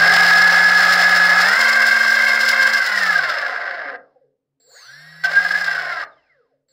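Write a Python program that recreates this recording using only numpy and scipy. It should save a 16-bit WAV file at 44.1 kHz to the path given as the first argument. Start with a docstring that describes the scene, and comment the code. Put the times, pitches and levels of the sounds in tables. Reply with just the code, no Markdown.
"""The dry ball bearing of a small brushless outrunner, close to the microphone in a living room.
The motor has no propeller. Its bearing squeals on the tones of the turning cage and knocks with random ball hits;
the shaft speeds up, winds down and stops. It restarts smoothly with a thin whistle of chopped drive current,
the bearing breaks into rattling again, and the motor coasts to rest and just begins another start.
Slot whine, rolling hiss, hum and rumble follow the same shaft; a short room tail and faint room noise lie behind."""
import sys
import numpy as np
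from scipy import signal
from scipy.fft import rfft, irfft
from scipy.io import wavfile
from scipy.ndimage import uniform_filter1d, minimum_filter1d

SR = 44100
rng = np.random.default_rng(int(sys.argv[2]) if len(sys.argv) > 2 else 0)


def generate_wav(sig):
    """Save sig (samples, or channels by samples) to the path in sys.argv[1] as 16-bit PCM at SR."""
    pcm = np.round(np.clip(np.atleast_2d(sig).T, -1, 1) * 32767).astype(np.int16)
    wavfile.write(sys.argv[1], SR, pcm)


N = 296352
TIME = np.arange(N) / SR

# The bearing cage catches and shrieks: (time [s], level [dB], length [s])
SHRIEKS = [(1.865, -12, .008), (2.1, -13, .015), (2.6, -13, .02), (2.977, -10, .005), (3.034, -14.5, .02),
           (3.098, -18, .03), (3.16, -9, .008), (3.194, -15, .01), (3.302, -14, .003), (3.437, -25, .03),
           (5.249, -12.5, .016), (5.374, -10, .032), (5.452, -12.5, .008), (5.509, -15.5, .009),
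           (5.54, -16, .008), (5.556, -13, .011), (5.686, -15, .022), (5.781, -14.5, .0033)]
SHRIEK_HZ, BALLS = 1680, 6
CAGE_RATIO = .3975  # cage turns per shaft turn
# Tones of the six-ball cage, one entry per tone: (multiple of the cage speed)
CAGE_MULTIPLES = [6, 8, 11, 12, 13, 16, 18, 24, 30, 36, 42, 48, 54]
# The same tones: (relative level [dB])
CAGE_DB = [-9, -14, -4, -9.5, -4.5, -11.5, -1.2, 0, -6, -7, -13, -12, -16.5]
# The same tones: (share of power that flutters [0-1])
CAGE_ROUGH = [.8, .4, .6, .25, .45, .25, .72, .54, .88, .88, .95, .95, .95]
# Cage tones break up into flutter as they rise through this range: (from [Hz], to [Hz])
BREAK_UP_HZ = (1740, 2050)
# Stretches where the bearing rattles: (from [s], to [s])
RATTLES = [(0, 3.962), (5.238, 6.04)]
# Rattle against shaft speed: (speed [turns/s], relative squeal [dB], relative knocking [dB],
# relative hard metal contact [dB], gain of the highest fizz within the metal [dB])
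RATTLE_BY_SPEED = [(51.7, -25, -22.5, -41, -23), (110.9, -20.5, -16.5, -29.5, -7.5),
                   (148, -12, -18.5, -23.5, -9), (177, -9.5, -20, -21.5, -1),
                   (203, -12, -19.5, -20.5, -0.5), (230.3, -5.5, -21, -21.5, 3)]
# The balls clatter harder for a moment: (time [s], lift of the metal contact [dB])
CLATTERS = [(.42, 4), (.93, 5.5), (1.49, 5.5), (1.694, 7), (1.87, 6.5), (2.29, 5), (2.411, 6.5), (2.49, 9),
            (2.672, 5), (2.742, 9.5), (2.868, 6.5), (3.031, 6), (3.303, 7.5), (3.385, 5), (5.25, 9.5),
            (5.56, 2.5), (5.65, 5)]
CLATTER_S = 0.019
# Wobble of the shaft in its worn bearing, driving rattle, hum and rumble: (time [s], lift [dB])
WOBBLE = [(0, 2), (.42, 0), (.55, -2.5), (1.38, -3), (1.75, -5.5), (2.6, -8), (3.15, -9), (3.95, -13),
          (5.3, -12), (6.05, -14.5)]

# Broad response of motor and mount: (frequency [Hz], gain [dB])
BODY = [(30, -31.5), (120, -24.5), (370, -14), (490, -6), (700, 5), (980, -9.5), (1250, 3), (1900, 5),
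        (2400, -5.5), (4600, 0.5), (5700, -12.5), (8500, -18.5), (12500, -22), (15500, -21.5)]
# Ringing modes on top of that response: (frequency [Hz], width [Hz], lift [dB])
MODES = [(527, 74, 4), (744.4, 12, 2.5), (918, 34, 5.9), (1046, 72, 7), (1160, 170, 1.4), (1390, 110, 4.6),
         (1570.5, 125, 11.25), (1683.5, 110, 6.14), (2078, 400, 8.5), (2721, 93, 6), (4140, 460, 1.1),
         (5177, 410, 15.9), (5847, 180, 8.7), (7330, 1200, 7.8), (9560, 1000, 3.3), (14600, 1400, 5.8)]
BELL_HZ, BELL_WIDTH_HZ = 4360, 550  # main ring of the rotor bell

# Runs of the motor: (power on [s], power off [s], dry friction when coasting [turns/s per s])
RUNS = [(-2, 3.97, 87), (4.6, 6.05, 122), (6.685, 8, 122)]
# Throttle: (time [s], shaft speed asked for [turns/s])
THROTTLE = [(0, 170), (.15, 174.5), (.5, 177), (1.43, 177.5), (1.6, 222), (2.74, 222.5), (2.95, 203),
            (3.11, 177), (3.3, 140), (3.7, 77), (3.97, 49), (4.6, 164), (5.28, 165), (5.42, 173),
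            (5.56, 175.5), (5.8, 157), (5.9, 151), (6.05, 125)]
# Soft start: first kick [share of the speed], time to about half speed [s], steepness of the S-curve
KICK, HALF_SPEED_S, START_STEEPNESS = .075, .207, 3.5
DRAG_PER_S = 1.55
CRUISE_HZ = 177  # shaft turns per second

# Tones of the twelve-slot stator, one entry per tone: (multiple of the shaft speed)
SLOT_MULTIPLES = [2, 3, 4, 8, 10.5, 12, 14, 17, 24, 25, 28, 36, 56]
# The same tones under power: (relative level [dB])
DRIVEN_DB = [-12, -24, -20, -15, -2, 7, -4, -13, 4, 1, 5, -2, -3]
# The same tones when coasting: (relative level [dB])
COASTING_DB = [-30, -30, -30, -20, -20, 1, -30, -30, -9, -30, -30, 2, -30]
# The slowing rotor cogs and rocks its mount: (time [s], lift of the mount's ring [dB], length [s])
ROCKS = [(4.163, 17.5, .045), (4.248, 12, 0.037), (6.423, 8, 0.047), (6.562, 8, 0.027)]

# Switching tones: (multiple of the switching rate, offset [shaft speeds], relative level [dB])
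SWITCH_TONES = [(1, 0, -3), (1, -14, 6), (1, 14, -6), (1, -28, -8), (1, 9, -16), (1, 12, -17), (2, 0, -10),
                (2, -14, -11), (2, -4, -12)]
SWITCH_HZ = 7640

# Hum of the unbalanced rotor: (shaft speed [turns/s], level before the wobble [dB])
HUM_BY_SPEED = [(50, -82), (110, -72), (128, -53), (142, -47), (155, -41), (177, -35), (222, -36.5)]
HUM_NULL_HZ, HUM_NULL_WIDTH_HZ = 211.5, 7

# Reverberation of the furnished room: (frequency [Hz], time to fall by 60 dB [s])
ROOM_T60 = [(200, 0.76), (1500, 0.23), (5000, 0.047), (15000, 0.12)]
# Colour of the room noise: (frequency [Hz], relative density [dB per Hz])
FLOOR = [(30, -20.5), (140, -10), (450, -9), (800, -20), (1500, -28), (15000, -42)]
FLOOR_DB = -84
# Low hum in the room: (frequency [Hz], level before wavering [dB])
ROOM_HUM = [(140, -86.5), (270, -84)]
EDGE_HZ = 15800  # upper band limit


def bearing(speed, angle, squeal_db=-1.0, knock_db=3.0, metal_db=0., shriek_db=0., split_hz=2400,
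            trade_db=1.3, trade_hz=14, restless_db=1.6):
    """The rattling bearing: squeal and dull knocks take turns, under a bright edge that dulls as the rotor slows."""
    table = np.asarray(RATTLE_BY_SPEED)
    squealing, knocking, contact, fizzing = (
        amp(read(np.c_[table[:, 0], column], speed)) for column in table.T[1:])
    trade = amp(trade_db * np.clip(wander(trade_hz), -2, 2))

    whirl = steady(squeal(speed, angle), 0.035) * squealing * amp(squeal_db) * trade

    dull, bright = split(knocks(speed, angle), split_hz)
    dull = steady(dull, 0.34) * knocking * amp(knock_db) / trade

    ring, fizz = split(bright, 5000)
    clatter_db = sum(db * bump(s, CLATTER_S) for s, db in CLATTERS)
    clatter = amp(clatter_db + restless_db * wander(14))
    metal = steady(ring + fizz * fizzing, 0.16) * contact * amp(metal_db) * clatter

    rattling = sum(gate(start, end, edge_s=0.002) for start, end in RATTLES)
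    rattle = (whirl + dull + metal) * rattling * amp(curve(WOBBLE))
    return rattle + amp(shriek_db) * shrieks(speed, angle)


def squeal(speed, angle, flutter_hz=55, surge_db=2.5):
    """Balls whirl with the slipping cage; its tones swell as they cross the modes of the motor."""
    cage_angle = CAGE_RATIO * angle + .02 * wander(12)  # radians, with a little slip
    # The flutter is read along the turning itself, so it slows down with the shaft
    turning_time = np.cumsum(speed / 180) / SR
    tones = np.zeros(N)
    for multiple, db, rough in zip(CAGE_MULTIPLES, CAGE_DB, CAGE_ROUGH):
        complex_noise = wander(flutter_hz) + 1j * wander(flutter_hz)
        flutter = np.interp(turning_time, TIME, unit(complex_noise))
        tone_hz = multiple * CAGE_RATIO * speed
        rough = np.interp(tone_hz, BREAK_UP_HZ, (rough, max(rough, .86)))
        envelope = np.sqrt(1 - rough) + np.sqrt(rough) * flutter
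        tones += amp(db) * (envelope * np.exp(1j * multiple * cage_angle)).real
    surging = amp(surge_db * np.interp(turning_time, TIME, wander(70)))
    return body(tones * surging)


def knocks(speed, angle, per_turn=26, spread_db=1.0, clump_db=2.0, load=0.21):
    """Loose balls hit the races, hardest when one passes the loaded side, and in clumps."""
    hits = (rng.random(N) < per_turn * speed / SR) * rng.choice([-1, 1], N)
    clumps = clump_db * np.clip(wander(53), -2, 2)
    size = amp(spread_db * rng.standard_normal(N) + clumps)
    passing = np.cos(BALLS * CAGE_RATIO * angle)
    return body(hits * size * (1 + load * passing))


def shrieks(speed, angle):
    """Brief swells of whichever ball-pass harmonic lies nearest the motor's main mode."""
    out = np.zeros(N)
    ball_pass = BALLS * CAGE_RATIO  # balls passing per shaft turn
    for s, db, length in SHRIEKS:
        multiple = round(SHRIEK_HZ / (ball_pass * np.interp(s, TIME, speed)))
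        out += amp(db) * bump(s, length) * np.sqrt(2) * np.cos(multiple * ball_pass * angle)
    return out


def body(x):
    """The causal ring of the bell, stator and mount, as a minimum-phase response."""
    hz = np.fft.fftfreq(4096, 1 / SR)
    modes_db = sum(lift / (1 + (2 * (abs(hz) - f) / width) ** 2) for f, width, lift in MODES)
    log_gain = np.log(amp(read(BODY, hz) + modes_db))
    ring = np.fft.ifft(np.exp(np.conj(signal.hilbert(log_gain)))).real
    return signal.oaconvolve(x, ring[:len(ring) // 2])[:N]


def shaft_speed():
    """Turns per second: a soft start up to the throttle, then dry friction and drag once the power is cut."""
    speed = np.zeros(N)
    for on, off, friction in RUNS:
        rise = (np.maximum(TIME - on, 0) / HALF_SPEED_S) ** START_STEEPNESS
        driven = curve(THROTTLE) * (KICK + rise) / (1 + rise)
        friction_offset = friction / DRAG_PER_S
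        speed_at_cut = np.interp(off, TIME, driven)
        decay = np.exp(-DRAG_PER_S * (TIME - off))
        coasting = (speed_at_cut + friction_offset) * decay - friction_offset
        speed = np.where(TIME < on, speed, np.where(TIME < off, driven, coasting))
    return np.maximum(speed, .1)  # stays above zero for the logarithms


def powered():
    """1 while the controller drives the windings."""
    return sum(gate(on, off, edge_s=.004) for on, off, friction in RUNS)


def surge(speed):
    """Share of the starting current, 0-1: back-EMF cuts it as the rotor reaches the speed asked for."""
    return powered() * np.clip(1 - speed / curve(THROTTLE), 0, 1)


def by_speed(speed, db_per_octave):
    """Gain that grows with every doubling of the speed; 1 at cruise."""
    return amp(db_per_octave * np.log2(speed / CRUISE_HZ))


def whine(speed, angle, driven_db=-62.0, coasting_db=-66.0, db_per_octave=3.0, stall_hz=11,
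          shudder_db=-23., shudder_hz=900, mount_hz=470, mount_width_hz=150, mount_db=-48.0, bell_db=12.5):
    """Magnets sweep the stator slots; the ripple rocks the slow mount and rings the bell under heavy current."""
    current = powered()
    waver = .5 - .15 * current
    slots = np.zeros(N)
    for multiple, driven, coasting in zip(SLOT_MULTIPLES, DRIVEN_DB, COASTING_DB):
        level = amp(coasting + current * (driven - coasting))
        slots += level * (1 + waver * wander(30)) * np.cos(multiple * angle)
    shudder = amp(shudder_db) * unit(band(rng.standard_normal(N), shudder_hz, "low", order=2))
    ripple = body(slots + shudder)

    bell = resonance(ripple, BELL_HZ, BELL_WIDTH_HZ) * amp(bell_db) * surge(speed)
    direct = (ripple + bell) * amp(coasting_db + current * (driven_db - coasting_db))

    mount = resonance(resonance(ripple, mount_hz, mount_width_hz), mount_hz, mount_width_hz)
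    cogging = 1 / (1 + (speed / 70) ** 2)  # rocks the mount mostly when slow
    rocking = amp(mount_db + sum(db * bump(s, length) for s, db, length in ROCKS))

    sound = band(direct + rocking * cogging * mount, 280, "high")  # the small motor radiates little bass
    turning = np.minimum(speed / stall_hz, 1) ** 2  # fades out towards standstill
    return sound * turning * by_speed(speed, db_per_octave)


def rolling(speed, driven_db=-54.5, coasting_db=-66.0, db_per_octave=7.5, bell_db=-31.0,
            bell_db_per_octave=9.0, top_hz=4400):
    """Smoothly rolling balls hiss; the heavy current of acceleration also rings the rotor bell."""
    hiss = band(body(rng.standard_normal(N)), top_hz, "low", order=2)
    hiss = hiss / np.std(band(hiss, 2500, "high"))  # levels refer to the part above 2500 Hz
    hiss = hiss * amp(coasting_db + powered() * (driven_db - coasting_db))
    bell = resonance(rng.standard_normal(N), BELL_HZ, BELL_WIDTH_HZ)
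    bell = unit(resonance(bell, BELL_HZ, BELL_WIDTH_HZ))
    bell = amp(bell_db) * bell * surge(speed) * by_speed(speed, bell_db_per_octave)
    return hiss * by_speed(speed, db_per_octave) + bell


def controller(speed, angle, whistle_db=-63.5, surge_db=7.5, swell_s=0.18, waver=0.27):
    """Chopped winding current whistles, with sidebands that spread as the fourteen poles speed up."""
    carrier = 2 * np.pi * SWITCH_HZ * TIME
    tones = np.zeros(N)
    for multiple, offset, db in SWITCH_TONES:
        phase = multiple * carrier + offset * angle + 2 * np.pi * rng.random()
        tones += amp(db) * (1 + waver * wander(30)) * np.cos(phase)
    duty = sum(gate(on, off, edge_s=.004) * np.clip((TIME - on) / swell_s, .25, 1)
               for on, off, friction in RUNS)
    duty = duty * by_speed(curve(THROTTLE), db_per_octave=15.5)
    return np.sqrt(2) * tones * duty * amp(whistle_db + surge_db * np.sqrt(surge(speed)))


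def unbalance(speed, angle):
    """The rotor hums once a turn, and nearly drops out at one speed where the mount stands still."""
    null = 1 - .92 * np.exp(-((speed - HUM_NULL_HZ) / HUM_NULL_WIDTH_HZ) ** 2)
    level = amp(read(HUM_BY_SPEED, speed) + curve(WOBBLE))
    return np.sqrt(2) * level * null * np.sin(angle)


def rumble(speed, rumble_db=-52.5, top_hz=90, follow=1.9, db_per_octave=6.0):
    """The wobbling motor shakes its stand: a soft low rumble."""
    low_noise = band(rng.standard_normal(N), top_hz, "low", order=2)
    noise = unit(band(low_noise, 30, "high", order=2))
    level = amp(rumble_db + follow * curve(WOBBLE))
    return noise * level * by_speed(np.minimum(speed, CRUISE_HZ), db_per_octave)


def room(x, wet_db=-12.):
    """Adds a short tail of sparse random echoes from a furnished room, each band fading at its own rate."""
    length = SR // 2
    echoes = rng.standard_normal(length) * (rng.random(length) < .07) * (TIME[:length] > .004)
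    hz, t, spectrum = signal.stft(echoes, SR, nperseg=256)
    decay = np.exp(-np.log(1000) * t / read(ROOM_T60, hz)[:, None])
    tail = signal.istft(spectrum * decay, SR)[1]
    return x + amp(wet_db) * signal.oaconvolve(x, tail / np.linalg.norm(tail))[:N]


def background():
    """Faint room noise, shaped in frequency, with a low wavering hum."""
    colour = amp(read(FLOOR, np.fft.rfftfreq(N, 1 / SR)))
    hiss = irfft(rfft(rng.standard_normal(N)) * colour, N)
    hum = sum(amp(db) * (1 + wander(6)) * np.sin(2 * np.pi * hz * TIME) for hz, db in ROOM_HUM)
    return amp(FLOOR_DB) * unit(hiss) + np.sqrt(2) * hum


def amp(db):
    """Decibels to gain."""
    return 10 ** (np.asarray(db) / 20)


def unit(x):
    """Scales to rms 1."""
    return x / np.sqrt(np.mean(abs(x) ** 2) + 1e-20)


def steady(x, span_s):
    """Holds the rms near 1 over spans of span_s, keeping faster flutter."""
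    size = max(int(span_s * SR), 2)
    power = uniform_filter1d(uniform_filter1d(x ** 2, size), size)
    return x / np.sqrt(abs(power) + 1e-12)


def curve(rows, axis=1):
    """One column of a table, joined by lines in time."""
    rows = np.asarray(rows)
    return np.interp(TIME, rows[:, 0], rows[:, axis])


def read(points, hz):
    """A table over frequency or shaft speed, joined on a log axis."""
    f, value = np.transpose(points)
    return np.interp(np.log(abs(hz) + 1), np.log(f), value)


def gate(on, off, edge_s):
    """1 between on and off, with short ramps outside."""
    return np.clip(1 + np.minimum(TIME - on, off - TIME) / edge_s, 0, 1)


def bump(s, length):
    """A brief bell-shaped swell of height 1; length is its width at 1/e."""
    return np.exp(-(2 * (TIME - s) / length) ** 2)


def wander(hz):
    """Random drift of rms 1, up to about hz."""
    return unit(band(rng.standard_normal(N), hz, "low", order=2))


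def band(x, hz, kind, order=4):
    """Low-pass or high-pass."""
    return signal.sosfilt(signal.butter(order, hz, kind, fs=SR, output="sos"), x)


def split(x, hz):
    """The parts below and above hz, which add up to x."""
    low = signal.sosfiltfilt(signal.butter(4, hz, fs=SR, output="sos"), x)
    return low, x - low


def resonance(x, hz, width_hz):
    """One mode, with gain 1 at its centre."""
    return signal.lfilter(*signal.iirpeak(hz, hz / width_hz, fs=SR), x)


def scene():
    """All motor sounds follow one shaft; the room tail carries bearing, whine and rolling."""
    speed = shaft_speed()
    angle = 2 * np.pi * np.cumsum(speed) / SR
    motor = bearing(speed, angle) + whine(speed, angle) + rolling(speed)
    close = controller(speed, angle) + unbalance(speed, angle) + rumble(speed)
    return (room(motor) + close + background())[None]


def record(dry, ceiling_db=-4.0):
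    """The microphone channel: a fast limiter holds the peaks, then a steep low-pass limits the band."""
    allowed_gain = np.minimum(1, amp(ceiling_db) / (abs(dry[0]) + 1e-9))
    gain = uniform_filter1d(minimum_filter1d(allowed_gain, size=130), size=130)
    low_pass = signal.firwin(511, EDGE_HZ, window=("kaiser", 9), fs=SR)
    return signal.oaconvolve(dry * gain, low_pass[None], "same")


dry = scene()
out = record(dry)
generate_wav(out)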